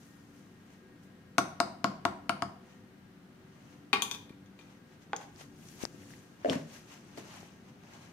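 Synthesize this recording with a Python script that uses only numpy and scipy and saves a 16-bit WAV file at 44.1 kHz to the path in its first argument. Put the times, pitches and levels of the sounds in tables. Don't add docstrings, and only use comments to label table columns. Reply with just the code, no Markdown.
import sys
import numpy as np
from scipy import signal
from scipy.io import wavfile

SR = 44100
rng = np.random.default_rng(int(sys.argv[2]) if len(sys.argv) > 2 else 0)


def output_pcm(signal):
    pcm = np.clip(np.atleast_2d(signal).T, -1, 1) * 32767
    wavfile.write(sys.argv[1], SR, np.round(pcm).astype(np.int16))


N = 358312


def from_db(db):
    return 10 ** (np.asarray(db) / 20)


def rms_one(x):
    return x / np.sqrt(np.mean(x ** 2) + 1e-20)


def in_time(rows):
    return np.interp(np.arange(N) / SR, *np.transpose(rows))


def at_hz(rows, hz, column=1):
    return np.interp(np.log(hz), np.log(np.array(rows)[:, 0]), np.array(rows)[:, column])


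def panned(pan_db):
    return from_db([[pan_db / 2], [-pan_db / 2]])


def bandpass(x, edges_hz):
    return signal.sosfilt(signal.butter(2, edges_hz, "band", fs=SR, output="sos"), x)


def drift(rate_hz):
    hop = 40
    pole = np.exp(-2 * np.pi * rate_hz * hop / SR)
    slow = signal.lfilter([1], [1, -2 * pole, pole * pole], rng.standard_normal(N // hop + 2002))[2000:]
    return np.interp(np.arange(N) / hop, np.arange(len(slow)), rms_one(slow))


def bands(noise):
    # (frequency [Hz], correlation [0..1])
    likeness = [(30, 0.49), (130, 1), (290, 0.84), (640, 0.38), (1400, 0.023), (15000, 0.02)]
    # (frequency [Hz], left-right [dB])
    balance = [(30, 5.5), (200, 0.7), (1000, 1), (4000, 3.5), (15000, 4)]
    edges_hz = np.geomspace(25, 17500, 20)
    for k, (low, high) in enumerate(zip(edges_hz, edges_hz[1:])):
        mid, side = bandpass(noise[k % 2], [low, high])
        hz = np.sqrt(low * high)
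        alike = at_hz(likeness, hz)
        stereo = np.sqrt(1 + alike) * mid + np.sqrt(1 - alike) * side * [[1], [-1]]
        yield hz, stereo * panned(at_hz(balance, hz))


def movement_gain(hz):
    # (peak time [s], level [dB], 20 dB swell [s], 20 dB fade [s], tilt [dB/octave])
    moves = [(0.02, -67.5, 0.24, 0.62, 5), (0.38, -69, 0.19, 0.33, 3), (0.735, -63.5, 0.16, 0.1, -0.2),
             (1.04, -73, 0.05, .08, 6), (2.70, -64.5, 0.15, 0.22, -0.7), (3.57, -72, 0.51, .2, -2.5),
             (3.72, -64, 0.42, 0.23, -0.3), (4.595, -62.5, 0.022, 0.13, .1), (4.71, -63, 0.17, 0.14, -1.5),
             (4.93, -66, 0.13, .12, -0.5), (5.025, -63.5, 0.044, 0.07, 0.8), (5.22, -54, 0.11, 0.12, -1),
             (5.412, -50.5, 0.074, 0.073, 1.3), (5.69, -58, 0.23, 0.38, 4), (5.83, -42, 0.051, 0.036, 1.5),
             (6.03, -60.5, 0.36, 0.17, 2), (6.11, -59, 0.13, 0.33, 3), (6.525, -39.5, 0.084, 0.097, -2.5),
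             (6.60, -64, .5, 0.38, 1), (6.75, -51.5, 0.12, 0.13, 1.3), (6.92, -52.5, 0.09, 0.14, 0.2),
             (7.18, -48, 0.02, 0.067, 1), (7.36, -51.5, 0.45, 0.26, -0.5), (7.69, -62.5, 0.13, 0.091, -1.5),
             (7.955, -56, 0.23, 0.17, -1.3), (8.03, -58.5, .1, .3, -0.5)]
    t = np.arange(0, N / SR + .004, .004)
    peak_s, db, swell_s, fade_s, tilt_db = np.transpose(moves)[:, :, None]
    drop_db = 20 * np.maximum((peak_s - t) / swell_s, (t - peak_s) / fade_s)
    gains = from_db(db + tilt_db * np.log2(hz / 3000) - drop_db)
    return np.interp(np.arange(N) / SR, t, np.sqrt(np.sum(gains ** 2, axis=0)))


def rustle():
    # (frequency [Hz], relative density [dB])
    colour = [(180, -29), (300, -39), (418, -45), (678, 0), (842, -2), (1430, -6), (2650, -6),
              (3700, -11.5), (5200, -12), (7400, -17), (14500, -24), (16000, -45.5)]
    grains = rng.standard_normal((2, 2, N)) * from_db(2.3 * rng.exponential(1, N))
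    layers = [(hz, band * from_db(at_hz(colour, hz) + 1.4 * drift(42.6))) for hz, band in bands(grains)]
    rubbing = sum(movement_gain(hz) * band for hz, band in layers)
    rubbing /= np.std(sum(band for _, band in layers))
    return rubbing + signal.lfilter(*signal.iirpeak(6400, Q=6.6, fs=SR), rubbing)


def rumble():
    # (time [s], level [dB])
    level = [(0.0, -58.5), (1.3, -58.5), (2.05, -55.5), (3.1, -59), (4.14, -57), (4.9, -59.5), (5.3, -55.5),
             (6.0, -55), (6.33, -58), (6.67, -57.5), (8.12, -57)]
    # (frequency [Hz], relative density [dB])
    colour = [(15, -47), (25, -11), (69, -15.5), (151, -2.5), (237, -9.5), (263, 2), (292, 2), (320, -11),
              (389, -6), (413, -29), (900, -14.5), (1170, -48), (1980, -120)]
    noise = sum(band * from_db(at_hz(colour, hz) + 0.59 * drift(1.15))
                for hz, band in bands(rng.standard_normal((2, 2, N))) if hz < 900)
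    return from_db(in_time(level)) * rms_one(noise)


def room_hiss(level_db=-65):
    # (frequency [Hz], relative density [dB])
    colour = [(180, -32), (300, -2), (392, -4), (440, -15), (494, -6), (555, -15.5), (1460, -9.5),
              (1610, -12), (2070, -14.5), (6620, -27), (14200, -35), (15200, -29.5), (16000, -63)]
    noise = sum(band * from_db(at_hz(colour, hz))
                for hz, band in bands(rng.standard_normal((2, 2, N))) if hz > 400)
    return from_db(level_db) * rms_one(noise)


def wavering(tones):
    out = 0
    for hz, db, width_hz in tones:
        radius = np.exp(-np.pi * width_hz / SR)
        poles = [1, -2 * radius * np.cos(2 * np.pi * hz / SR), radius * radius]
        once = signal.lfilter([1], poles, rng.standard_normal(N + SR))
        out = out + from_db(db) * rms_one(signal.lfilter([1], poles, once)[SR:])
    return out


def appliance():
    # (frequency [Hz], level [dB], width [Hz])
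    hum = [(95.5, -71, 15), (169.5, -71, 43), (194, -64.5, 1.36), (232.8, -65.5, 24), (287.4, -65, 4.4),
           (377, -72, 3.6), (507, -74.5, 4.4)]
    # (frequency [Hz], relative level [dB], width [Hz])
    whine = [(1623, -3.5, 11.7), (1855, -6.5, 7.7)]
    # (time [s], gain [dB])
    whine_gain = [(0.0, -71), (1.3, -73.5), (2.4, -74.5), (3.0, -76), (4.6, -78), (6.4, -72.5), (8.12, -75)]
    return (wavering(hum) + from_db(in_time(whine_gain)) * wavering(whine)) * panned(2.9)


def struck(blows, modes, lag_s, crack_hz, chatter_db, chatter_t60_s):
    # (frequency [Hz], multiplier on the blow's pan [1])
    shading = [(80, 0.86), (300, 0.098), (700, 1.2), (1290, 0.11), (2400, 2.6), (15000, 5.7)]
    build_s, scatter_db, touches_per_s = 0.00012, 2.0, 700
    crack_t60_s, crack_side, crack_pan_db = .011, 0.59, 4.5
    out, t = np.zeros((2, N)), np.arange(SR // 6) / SR
    hz, mode_db, t60_s = np.transpose(modes)
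    sign = (-1.) ** np.arange(len(modes))
    envelope = from_db(-60 * t / t60_s[:, None]) * (1 - np.exp(-t / build_s))
    left, right = (envelope * np.sin(2 * np.pi * hz[:, None] * (t - delay_s)) for delay_s in (0, lag_s))
    scatters = scatter_db * rng.standard_normal((len(blows), len(modes)))
    cracks = rms_one(bandpass(rng.standard_normal((len(blows), 2, len(t))), crack_hz))
    touches = rng.standard_normal((len(blows), len(t)))
    touches *= rng.random(touches.shape) < touches_per_s / SR
    touches = touches * from_db(chatter_db - 60 * t / chatter_t60_s) + (t == 0)
    for row, scatter, (mid, side), touch in zip(blows, scatters, cracks, touches):
        start_s, db, tilt_db, crack_db, pan_db = row
        gain = sign * from_db(mode_db + tilt_db * np.log2(hz / 1000) + scatter)
        shade = from_db(pan_db / 2 * at_hz(shading, hz))
        ring = np.array([gain * shade @ left, gain / shade @ right])
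        ring /= np.max(np.abs(ring.mean(axis=0)))
        crack = (mid + crack_side * side * [[1], [-1]]) / np.hypot(1, crack_side)
        crack *= panned(crack_pan_db) * from_db(crack_db - 60 * t / crack_t60_s)
        blow = signal.fftconvolve(ring + crack, touch[None], axes=1)
        i = round(start_s * SR)
        out[:, i:i + blow.shape[1]] += from_db(db) * blow
    return out


def bowl_taps():
    # (time [s], level [dB], tilt [dB/octave], crack [dB], pan [dB])
    taps = [(1.382, -9.5, 3, -9.5, 4), (1.389, -26.5, -2.5, -2, 18.5), (1.602, -13, 3, -11, 5.5),
            (1.843, -12.5, 2, -17.5, 6.5), (2.052, -13, 2, -15, 7), (2.294, -15, 2.5, -12.5, 6.5),
            (2.422, -19, 0.5, -15.5, 8.5)]
    # (frequency [Hz], level [dB], t60 [s])
    modes = [(104, -13.5, 0.088), (199, -4.5, 0.043), (363, -9, 0.032), (487, -15, 0.02), (690, -1, 0.033),
             (969, -4.5, 0.041), (1086, -2, 0.046), (1264, 3, 0.013), (1392, -1.5, 0.033),
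             (1537, -2.5, 0.013), (2170, -1, 0.0054), (2960, -11, 0.0065), (3350, -10.5, 0.0042),
             (4040, -9, 0.0021), (4900, -8.5, 0.0039), (4840, -28, 0.012), (5560, -18.5, 0.0035)]
    return struck(taps, modes, lag_s=82e-6, crack_hz=(1500, 8000), chatter_db=-18.5, chatter_t60_s=0.048)


def spoon_drop():
    # (time [s], level [dB], tilt [dB/octave], crack [dB], pan [dB])
    bounces = [(3.9305, -13, -1.1, -21, 4.1), (4.2947, -48.5, -1.1, -14, 2.6),
               (4.5905, -46.5, 0.92, -24, 4.2)]
    # (frequency [Hz], level [dB], t60 [s])
    modes = [(174, -20.5, 0.021), (404, -20, 0.041), (644, -21, 0.021), (815, -9.5, 0.03),
             (1000, -1.5, 0.014), (1060, -30, 0.036), (1133, -21, 0.13), (1510, -1.5, 0.0079),
             (1860, -11, 0.053), (2140, -5, 0.031), (2378, 1, 0.047), (2422, 6.5, 0.022), (3126, -3, 0.013),
             (3230, -13, 0.059), (3705, -0.5, 0.011), (4480, -6.5, 0.013), (5040, -16, 0.02),
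             (6230, -7.5, 0.004), (7400, -21, 0.013)]
    return struck(bounces, modes, lag_s=80e-6, crack_hz=(2800, 12000),
                  chatter_db=-14.5, chatter_t60_s=0.21)


def handle_slaps():
    # (time [s], level [dB], tilt [dB/octave], crack [dB], pan [dB])
    slaps = [(4.0214, -18.5, 1.5, -9.5, 4), (4.1125, -24, 3, -13.5, 3.5), (4.147, -36.5, -0.5, -13, 3),
             (4.46, -58, 4, -14, 4), (4.612, -55, -5, -23, 14)]
    # (frequency [Hz], level [dB], t60 [s])
    modes = [(413, -20, 0.058), (965, -2.5, 0.022), (1135, -7, 0.066), (1450, 0.5, 0.0085),
             (2460, -2.5, 0.02), (3220, 2, 0.014), (3530, 2, 0.021), (3800, 3, 0.0067),
             (4600, -2.5, 0.0053), (5250, -5.5, 0.0086), (5950, -3, 0.011), (6600, -4, 0.0059)]
    return struck(slaps, modes, lag_s=80e-6, crack_hz=(5000, 15000), chatter_db=-15.5, chatter_t60_s=0.14)


def dead_contacts(rows, t60_cycles, noise_gain):
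    out, t = np.zeros((2, N)), np.arange(SR // 20) / SR
    for start_s, db, hz, pan_db in rows:
        noise = rms_one(bandpass(rng.standard_normal(len(t)), [hz / 2, hz * 2]))
        envelope = from_db(-60 * t * hz / t60_cycles) * np.minimum(2 * hz * t, 1)
        burst = (np.sin(2 * np.pi * hz * t) + noise_gain * noise) * envelope
        i = round(start_s * SR)
        out[:, i:i + len(t)] += from_db(db) * panned(pan_db) * burst
    return out


def finger_bumps():
    # (time [s], level [dB], centre [Hz], left-right [dB])
    bumps = [(4.305, -29, 201, 3), (5.411, -29, 605, 15), (5.8355, -26.5, 236, 31), (5.852, -24.5, 705, 21),
             (5.945, -39, 293, 24), (7.43, -30, 459, 6)]
    return dead_contacts(bumps, t60_cycles=2.8, noise_gain=0.4)


def dry_ticks():
    # (time [s], level [dB], centre [Hz], left-right [dB])
    ticks = [(5.0196, -55, 3450, 10), (5.361, -49, 5000, 21), (5.412, -51, 3080, 16),
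             (5.687, -46, 5750, 27), (5.831, -34, 6050, 21), (5.8525, -28, 5030, 30),
             (5.843, -38, 8000, 20), (6.034, -49.5, 1900, 14), (6.1055, -45, 1690, 9),
             (6.137, -40, 1950, 8), (6.4975, -17.5, 3150, 13.5), (6.4985, -21.5, 5340, 3),
             (6.531, -28, 1860, -3), (6.901, -59, 9000, -13), (7.049, -52, 8000, 14),
             (7.1745, -45, 2100, 5)]
    return dead_contacts(ticks, t60_cycles=15.4, noise_gain=0.14)


def scoop_pickup():
    # (time [s], level [dB], tilt [dB/octave], crack [dB], pan [dB])
    knocks = [(5.132, -18.5, 1, -45, .6), (5.164, -28, 23.5, -16, 1.3), (5.213, -43, 3, -15, 2.4),
              (5.232, -50, 4, -21, 1.5)]
    # (frequency [Hz], level [dB], t60 [s])
    modes = [(422, 0, 0.011), (826, 3.5, 0.024), (1170, -2.5, 0.021), (1500, -3, 0.023), (2040, -4, 0.0068),
             (2470, -12, 0.014), (3340, -3, 0.0056), (4900, -17, 0.0059), (6480, -15, 0.0054)]
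    return struck(knocks, modes, lag_s=50e-6, crack_hz=(3000, 12000), chatter_db=-22, chatter_t60_s=0.035)


def lid_fumble():
    # (time [s], level [dB], tilt [dB/octave], crack [dB], pan [dB])
    knocks = [(6.447, -20, 4, -28, 1.9), (6.458, -22.5, 7, -25, 2.3), (6.479, -31, -8, -33, 2.2),
              (6.489, -25.5, 3.5, -36, 1.6), (6.501, -26, -11, -5.5, 2.2), (6.512, -32, -15, -28, 1.7),
              (6.520, -30, -8, -35, 1.6), (6.532, -36, -5, 2.5, 1.8), (6.554, -29.5, -8.5, -7.5, 2.2),
              (7.175, -38, -5.5, -8, 1.8)]
    # (frequency [Hz], level [dB], t60 [s])
    modes = [(97, -32.5, 0.051), (156, -14.5, 0.081), (225, -7.5, 0.087), (290, 0.5, 0.022), (462, 1, 0.05),
             (502, 6, 0.026), (590, 10.5, 0.027), (699, 3.5, 0.025), (980, -23, 0.018), (1630, -10, 0.0076),
             (2140, -19, 0.0047), (2930, -32, 0.0082)]
    return struck(knocks, modes, lag_s=390e-6, crack_hz=(1000, 5000), chatter_db=-16, chatter_t60_s=0.034)


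def room(send):
    # (frequency [Hz], t60 [s], level [dB])
    tail = [(156, 0.67, -36.5), (300, 0.33, -30.5), (720, 0.55, -40.5), (1350, 0.46, -43),
            (2620, 0.49, -45), (5200, 0.41, -40), (12200, 0.39, -42.5)]
    early_t60_s, early_db, table_echo_s = 0.074, 5, .0025
    t = np.arange(SR) / SR
    early = from_db(early_db - 60 * t / early_t60_s)
    response = sum(band * from_db(at_hz(tail, hz, column=2)) * (early + from_db(-60 * t / at_hz(tail, hz)))
                   for hz, band in bands(rng.standard_normal((2, 2, SR))))
    response *= np.clip((t - table_echo_s) / 0.00083, 0, 1)
    return signal.fftconvolve(send.mean(axis=0, keepdims=True), response, axes=1)[:, :N]


def scene():
    spoon = spoon_drop() + handle_slaps()
    blows = bowl_taps() + scoop_pickup() + lid_fumble()
    ticks, bumps = dry_ticks(), finger_bumps()
    drone = appliance()
    echoes = room(blows + from_db(4.5) * spoon + 1.4 * ticks[1])
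    return blows + spoon + ticks + bumps + echoes + rustle() + rumble() + room_hiss() + drone


def record(dry):
    body = signal.sosfilt(signal.butter(2, 55, "high", fs=SR, output="sos"), dry)
    return signal.sosfilt(signal.cheby2(12, 70, 16700, fs=SR, output="sos"), body)


dry = scene()
out = record(dry)
output_pcm(out)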